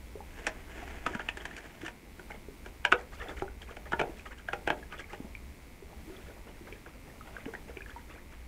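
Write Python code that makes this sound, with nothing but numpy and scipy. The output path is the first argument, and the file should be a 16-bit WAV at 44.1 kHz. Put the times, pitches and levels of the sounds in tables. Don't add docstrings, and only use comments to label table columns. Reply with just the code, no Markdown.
import sys
import numpy as np
from scipy import signal
from scipy.fft import rfft, irfft
from scipy.io import wavfile
from scipy.ndimage import uniform_filter1d

SR = 44100
rng = np.random.default_rng(int(sys.argv[2]) if len(sys.argv) > 2 else 0)


def wav_record(signal):
    frames = np.transpose(np.atleast_2d(signal))
    bounded = np.clip(frames, -1, 1)
    quanta = np.round(bounded * 32767).astype(np.int16)
    wavfile.write(sys.argv[1], SR, quanta)


N = 373527
TIME = np.arange(N) / SR


def undb(db):
    return 10 ** (np.asarray(db) / 20)


def unit(x):
    return x / np.sqrt(np.mean(x ** 2) + 1e-20)


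def attack_unit(x):
    return x / np.sqrt(np.mean(x[:int(.009 * SR)] ** 2))


def curve(table, axis=1):
    rows = np.array(table)
    return np.interp(TIME, rows[:, 0], rows[:, axis])


def colour(x, points):
    hz, db = np.transpose(points)
    f = np.maximum(np.fft.rfftfreq(len(x), 1 / SR), 1)
    outline = undb(np.interp(np.log(f), np.log(hz), db))
    low_end = 1 / np.sqrt(1 + (hz[0] / f / np.sqrt(2)) ** 8)
    high_end = 1 / np.sqrt(1 + (f / hz[-1] / np.sqrt(2)) ** 8)
    return unit(irfft(rfft(x) * outline * low_end * high_end, len(x)))


def band(x, lo_hz, hi_hz):
    edges = np.clip([lo_hz, hi_hz], 10, .45 * SR)
    return signal.sosfilt(signal.butter(2, edges, "band", fs=SR, output="sos"), x)


def fade(t, t60):
    return np.exp(-np.log(1000) * t / max(t60, .001))


def walk(rate):
    k = int(SR / rate)
    steps = np.repeat(rng.standard_normal(N // k + 1), k)
    return unit(uniform_filter1d(steps, k)[:N])


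def add(out, s, sound):
    i = max(int(s * SR), 0)
    out[i:i + len(sound)] += sound[:max(N - i, 0)]


def grains(rate, spread_db):
    size_db = spread_db * np.minimum(rng.exponential(size=N), 4)
    return (rng.random(N) < rate / SR) * rng.standard_normal(N) * undb(size_db)


def bubble(hz, t60, rise, onset_s=0.00022):
    t = np.arange(int(max(t60, .002) * SR)) / SR
    cycles = np.cumsum(hz * 2 ** (rise * t)) / SR
    return np.sin(2 * np.pi * cycles) * fade(t, t60) * (1 - np.exp(-t / onset_s))


# start_s, level_db
RUMBLE_SWELL = [(0, -49.5), (1.05, -48), (1.45, -51), (1.62, -59), (2.4, -51), (2.9, -52.5), (3.15, -45.5),
                (4.1, -50), (4.75, -51), (5.55, -50), (5.85, -52.5), (6.2, -49.5), (6.85, -53.5),
                (7.45, -52), (7.95, -51.5), (8.47, -51.5)]
# pitch_hz, level_db
RUMBLE_COLOUR = [(18, -3), (28, -4.5), (42, -5), (62, 0), (85, -10.5), (130, -30)]
# pitch_hz, level_db
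AIR_COLOUR = [(60, 2.5), (110, 0), (200, -1.5), (300, -2.5), (500, -8), (900, -14.5), (1500, -17),
              (2300, -18.5), (3300, -21), (6000, -24.5), (10000, -26), (15500, -28)]


def outdoors(air_db=-54.0, hum_db=-66.0):
    rumble = colour(rng.standard_normal(N), RUMBLE_COLOUR) * undb(curve(RUMBLE_SWELL))
    hum = undb(hum_db) * unit(band(rng.standard_normal(N), 202, 246))
    air = colour(rng.standard_normal(N), AIR_COLOUR) * undb(air_db + 0.83 * walk(4.7))
    return rumble + hum + air


# pitch_hz, level_db
MOTOR_COLOUR = [(150, -27.5), (400, -47), (850, 2.5), (1400, -10), (1900, -1), (2100, 5.5), (2350, 2),
                (2700, -5), (3300, -16.5), (5000, -28)]
BUZZ_HZ = 89.9


def motor(buzz_db=-63.0, shaft_db=-61.5):
    pulse_count = np.cumsum(BUZZ_HZ * (1 + .001 * walk(3))) / SR
    pulse = np.fft.fftshift(irfft(np.exp(.6j * rng.standard_normal(257))))
    pulses = np.interp(pulse_count % 1, np.linspace(0, 1, len(pulse)), pulse)
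    buzz = undb(buzz_db) * colour(pulses, MOTOR_COLOUR)
    hum = undb(shaft_db + 2 * walk(1.67)) * np.sin(np.pi * pulse_count)
    return buzz + hum


# start_s, level_db (before the gulps' lift), starting pitch_hz, t60_s
BUBBLES = [(0.155, -34, 400, 0.046), (.172, -45, 531, 0.089), (.205, -38.5, 820, 0.041),
           (.828, -42, 710, 0.11), (1.07, -30, 278, 0.041), (1.109, -35.5, 370, .05),
           (1.136, -39, 1660, .037), (1.152, -28, 210, 0.044), (1.511, -39.5, 1740, .044),
           (1.834, -34, 324, .07), (2.030, -49.5, 340, 0.1), (2.485, -37, 390, 0.054),
           (2.940, -28, 489, 0.13), (3.201, -41.5, 1780, .07), (3.260, -40, 715, 0.074),
           (3.285, -41, 3380, .03), (3.422, -26, 368, 0.071), (3.480, -39, 1440, 0.028),
           (3.619, -39, 3080, .016), (3.934, -34, 205, .06), (4.016, -25, 414, 0.051),
           (4.095, -33.5, 312, 0.033), (4.196, -40, 2420, 0.019), (4.704, -25, 314, .049),
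           (4.828, -42, 1680, .044), (5.042, -41, 2160, .026), (5.203, -29, 253, 0.023),
           (5.246, -37, 204, 0.071), (5.351, -33, 2300, 0.02), (5.824, -42, 388, 0.088),
           (5.930, -43.5, 784, 0.03), (6.078, -43, 319, 0.15), (6.098, -42, 374, 0.16),
           (6.166, -45, 3320, .016), (6.611, -47, 340, .12), (6.724, -41.5, 405, 0.073),
           (7.099, -47, 1820, 0.04), (7.210, -39, 1290, 0.032), (7.366, -31.5, 1550, 0.026),
           (7.463, -31, 268, 0.039), (7.481, -39.5, 430, 0.08), (7.551, -30, 1760, 0.018),
           (7.770, -36, 388, 0.054), (7.807, -38.5, 1640, 0.029), (7.820, -37.5, 2370, .022),
           (7.861, -39, 1690, 0.026), (7.896, -39.5, 1500, .019), (7.962, -38.5, 903, 0.071)]


def gulps(lift_db=2.5, rise_oct=0.22, glide_scatter=0.65):
    out = np.zeros(N)
    for (s, db, hz, t60), chance in zip(BUBBLES, rng.standard_normal(len(BUBBLES))):
        rise = rise_oct * (1 + glide_scatter * chance) / t60
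        add(out, s, undb(db + lift_db) * bubble(hz, t60, rise))
    return out


def yard(x, low_db=-6.5, low_t60=0.24, high_db=-10.5, high_t60=0.097, build_s=0.0051):
    t = np.arange(SR // 2) / SR
    noise = rng.standard_normal((2, len(t))) * (1 - np.exp(-t / build_s))
    low, high = noise[0] * fade(t, low_t60), noise[1] * fade(t, high_t60)
    low_echo = undb(low_db) * band(low / np.linalg.norm(low), 303, 900)
    high_echo = undb(high_db) * band(high / np.linalg.norm(high), 1010, 6900)
    return signal.fftconvolve(x, low_echo + high_echo)[:N]


# start_s, level_db
SLIDE = [(.27, -65), (.39, -49), (.48, -51), (.57, -56.5), (.68, -54), (.82, -44), (.90, -51),
         (1.13, -47.5), (1.35, -56.5), (1.52, -50), (1.60, -54), (1.79, -55.5), (1.865, -49.5), (1.96, -68)]
# pitch_hz, level_db
SLIDE_COLOUR = [(130, -4), (380, 5), (560, -3), (730, 2.5), (1150, -7), (1700, 1.5), (2500, -4.5),
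                (3200, -9), (4100, -22.5), (7200, -18.5), (9000, -28.5), (14000, -42)]
JOLT_DB, JOLT_T60_S = -9.5, 0.07


def slide(catch_db=-9.0, judder_db=3.0):
    moving = (TIME > SLIDE[0][0]) & (TIME < SLIDE[-1][0])
    rustle = unit(grains(7000, spread_db=2.0)) * undb(judder_db * walk(70))
    catches = undb(catch_db) * unit(grains(220, spread_db=1.0))
    drag = undb(curve(SLIDE))
    for s, db, *_ in KNOCKS:
        add(drag, s, undb(db + JOLT_DB) * fade(TIME[:SR // 4], JOLT_T60_S))
    return colour(rustle + catches, SLIDE_COLOUR) * drag * moving


# pitch_hz, level_db (balance within its mode group), t60_s
JUG_MODES = [(278, -8, 0.033), (370, 5.5, 0.043), (482, -2.5, 0.05), (611.6, -9.5, 0.14), (715, 6.5, 0.031),
             (830, 7, 0.029), (954, -15.5, 0.098), (1170, -25, 0.0063), (1390, 4, 0.022), (1550, 7, 0.019),
             (1780, -16.5, 0.043), (2090, -9.5, 0.016), (2304, 5, 0.021), (2495, 13, 0.0095),
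             (2600, -11, 0.018), (2990, -4, 0.028), (3018, 38, 0.017), (3360, -16, 0.053),
             (3470, -24, 0.025)]


def jug(wall_hz, part_db, scatter_db=4.5, detune=0.02):
    t = np.arange(SR // 4) / SR
    mode_hz, mode_db, mode_t60 = np.transpose(JUG_MODES)
    chance = rng.standard_normal((3, len(JUG_MODES), 1))
    shift = np.interp(mode_hz, [900, 1250, 1700, 2200], [1, wall_hz / 1500, wall_hz / 1500, 1])
    hz = (mode_hz * shift)[:, None] * (1 + detune * chance[0])
    gains = undb(mode_db[:, None] + scatter_db * chance[1])
    decays = [fade(t, t60) for t60 in mode_t60]
    modes = gains * np.sin(2 * np.pi * hz * t + 0.89 * chance[2]) * decays
    modes *= 1 - np.exp(-t * hz / 1.42)
    part = np.digitize(mode_hz, [920, 2200, 2850])
    return sum(undb(db) * attack_unit(modes[part == k].sum(axis=0)) for k, db in enumerate(part_db))


def thud(hz=150.4, t60=0.059):
    return attack_unit(bubble(hz * np.exp(0.055 * rng.standard_normal()), t60, 0, onset_s=0.0044))


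# start_s, level_db (rms of the attack), then relative to the main wall
# low_body_db, upper_wall_db, tick_db; and wall_hz (main wall resonance, 1500 leaves the modes unshifted)
KNOCKS = [(0.4675, -28.5, -9, -2, -6, 1670), (0.4706, -30.5, -4, -17, -26, 1810),
          (1.0641, -26.5, -12, -9.5, -21, 1450), (1.1487, -35, -7, -14, -21, 1550),
          (1.195, -36, -3, -26, -28, 1510), (1.2879, -29, -15, 0.5, -20, 1740),
          (1.3711, -40, -4, -11, -10, 1600), (1.4537, -36.5, -11, -6, -12, 1760),
          (1.5657, -45.5, -11, 8, 3, 1790), (1.8808, -39.5, -7, -5, -15.5, 1690),
          (2.1948, -44.5, -0.5, -15, -19, 1450), (2.3037, -44.5, 13, -9, -16, 1540),
          (2.661, -42.5, 1, -6, -16, 1560), (2.8505, -20.5, -12.5, -3.5, -21, 1550),
          (2.9197, -25, -13, -6, -15.5, 1455), (2.9243, -16, -10, -7, -34, 1390),
          (3.421, -33.5, 6.5, -28, -17, 1480), (3.768, -42.5, 4.5, 0, -13, 1580),
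          (3.9204, -33, -1, -16, -19, 1430), (3.9321, -25.5, -5, -22, -47, 1405),
          (3.994, -29, 4.5, -2, -20, 1710), (3.9982, -26, 4.5, -2, -19, 1510),
          (4.0135, -27.5, 6, -1, -18, 1500), (4.033, -34.5, 12, -18, -34, 1510),
          (4.4864, -31.5, -6.5, -18, -28, 1564), (4.532, -29, -0.5, -7, -20, 1516),
          (4.675, -25.5, 1.5, -9, -20.5, 1570), (4.685, -35, 5, 2, -35, 1500),
          (4.703, -24, 1.5, -5.5, -27, 1570), (4.722, -38, 9, -17, -38, 1360),
          (4.9242, -41, -5, 0, -19, 1550), (5.1319, -40, 9, -1, -16, 1390),
          (6.7255, -46, -12, 13, -8, 1780), (6.862, -48, -3, -17, -24, 1560),
          (7.456, -44.5, -3, -1, -24, 1790), (7.5371, -40, -1.5, -25, -22, 1690),
          (7.7708, -43, 2, 15, -14, 1450)]
RIM_DB, RIM_SHARE = -8, 0.75


def knocks(tick_t60=0.034, rasp_db=-6.5, rasp_t60=0.045, skid_db=-17.5, skid_t60=0.03, thud_db=-19.5):
    out, t = np.zeros(N), np.arange(SR // 4) / SR
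    for s, db, low_db, upper_db, tick_db, wall_hz in KNOCKS:
        noise = rng.standard_normal((3, len(t)))
        tick = attack_unit(colour(noise[0], SPRAY_COLOUR) * fade(t, tick_t60))
        rasp = attack_unit(colour(noise[1], SPLASH_COLOUR) * fade(t, rasp_t60))
        ring = jug(wall_hz, [low_db, 0, upper_db, RIM_DB + RIM_SHARE * upper_db])
        blow = ring + undb(tick_db) * tick + undb(rasp_db + upper_db / 2) * rasp
        add(out, s, undb(db) * attack_unit(blow))
        add(out, s, undb(min(db, -28) + low_db / 2 + thud_db) * thud())
        skid = undb(min(db, -27) + skid_db) * attack_unit(colour(noise[2], SPLASH_COLOUR) * fade(t, skid_t60))
        add(out, s - t[-1], skid[::-1])
    return out


SURGE_DB, SURGE_LAG_S, SURGE_HALF_S = -26, 0.048, 0.045
SURGE_LIMIT_DB = -45.0
GENTLE_SPRAY_DB = -17.5


def surges(splash_db=-7.5):
    stirs = []
    for s, db, low_db, *_ in KNOCKS:
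        slosh = min(db + low_db / 2 + SURGE_DB, SURGE_LIMIT_DB)
        splash = slosh + splash_db
        stirs.append((s + SURGE_LAG_S, SURGE_HALF_S, splash, slosh, splash + GENTLE_SPRAY_DB))
    return stirs


def froth(lo_hz, hi_hz, cycles, spread_db, count):
    out = np.zeros(N)
    for when, size, force, life in rng.random((count, 4)):
        hz = lo_hz * (hi_hz / lo_hz) ** size
        t60 = cycles * (.5 + life) / hz
        add(out, when * N / SR, undb(spread_db * force) * bubble(hz, t60, 0.54 / t60, onset_s=t60 / 50))
    return unit(out)


# crest_s, half_length_s, then before the layer trims
# splash_db, slosh_db (low), spray_db (fine)
SPLASHES = [(1.202, 0.01, -39.5, -52, -60), (1.407, 0.005, -39.5, -45, -69),
            (1.583, 0.0058, -41.5, -64, -55), (1.816, 0.0033, -42.5, -54, -58),
            (1.859, 0.008, -37, -59, -48.5), (2.312, .0076, -35, -44, -59), (2.35, 0.011, -50, -44.5, -72),
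            (2.666, 0.014, -49.5, -60, -60), (2.996, 0.016, -47.5, -52, -58),
            (3.138, 0.017, -48, -53, -56.5), (3.195, .012, -45, -49, -64),
            (3.224, 0.013, -38.5, -38.5, -57), (3.292, 0.026, -43.5, -39.5, -59),
            (3.383, 0.017, -40.5, -47, -58), (3.623, .012, -49, -50, -57), (3.7, 0.019, -46.5, -46.5, -64),
            (3.867, 0.01, -46.5, -45.5, -68), (4.188, 0.021, -50.5, -51.5, -60),
            (4.267, 0.0099, -42, -43.5, -58), (4.32, 0.012, -46.5, -44.5, -66),
            (4.388, 0.012, -48.5, -57, -61), (4.931, 0.017, -42, -49, -62), (4.995, 0.017, -40.5, -46, -56),
            (5.123, 0.032, -46.5, -52.5, -64), (5.257, .028, -70, -51.5, -75),
            (6.2, 0.12, -55.5, -55.5, -75), (7.378, 0.045, -52, -50.5, -70), (7.701, 0.0093, -54, -45, -70),
            (8.15, 0.015, -52, -48, -68)]
# pitch_hz, level_db
SPLASH_COLOUR = [(1000, 3), (1450, 6.5), (2000, 8), (2650, 4), (3400, 3), (3900, -16)]
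# pitch_hz, level_db
SPRAY_COLOUR = [(3800, 13), (5500, 13.5), (7500, 12), (10000, 3), (14000, -29)]


def water(splash_db=-4.0, slosh_db=-4.5, spray_db=-3.0, lean=0.18):
    small_bubbles = froth(1132, 4060, cycles=42, spread_db=26.5, count=9000)
    splash = undb(splash_db) * colour(small_bubbles, SPLASH_COLOUR)
    slosh = undb(slosh_db) * froth(320, 1014, cycles=12.7, spread_db=5.5, count=3000)
    spray = undb(spray_db) * colour(grains(1800, spread_db=2.0), SPRAY_COLOUR)
    power = np.zeros((3, N))
    for s, half_s, *layer_db in SPLASHES + laps() + surges():
        near = slice(*np.searchsorted(TIME, [s - .15, s + .15]))
        age = (TIME[near] - s) / half_s
        swell = np.exp(-.5 * (age / (1 + min(lean, .8) * np.sign(age))) ** 2)
        power[:, near] += np.outer(undb(layer_db), swell) ** 2
    return (np.sqrt(power) * [splash, slosh, spray]).sum(axis=0)


# start_s, splash_db, slosh_db
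LAPPING = [(5.9, -63, -52), (6.1, -71, -60), (6.29, -55, -45), (6.68, -50.5, -50), (7.07, -57, -48.5),
           (7.28, -49, -46), (7.48, -54.5, -45), (7.9, -47.5, -52), (8.3, -51.5, -53)]
LAP_START_S, LAP_PERIOD_S, LAP_SLOWING_S, LAP_HALF_S = 5.91, 0.188, 0.0011, 0.017
FALLBACK_S, FALLBACK_HALF_S, FALLBACK_DB = 0.079, 0.021, -6.5


def laps(count=13):
    when, splash, slosh = np.transpose(LAPPING)
    stirs = []
    for k in range(count):
        s = LAP_START_S + k * (LAP_PERIOD_S + k * LAP_SLOWING_S)
        splash_db = np.interp(s, when, splash)
        db = np.array([splash_db, np.interp(s, when, slosh), splash_db + GENTLE_SPRAY_DB])
        stirs.append((s, LAP_HALF_S, *db))
        stirs.append((s + FALLBACK_S, FALLBACK_HALF_S, *(db + FALLBACK_DB)))
    return stirs


def scene():
    play = knocks() + slide() + gulps() + water()
    return (play + yard(play) + motor() + outdoors())[None]


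def record(dry):
    return signal.sosfilt(signal.ellip(10, .1, 60, 15600, fs=SR, output="sos"), dry)


dry = scene()
out = record(dry)
wav_record(out)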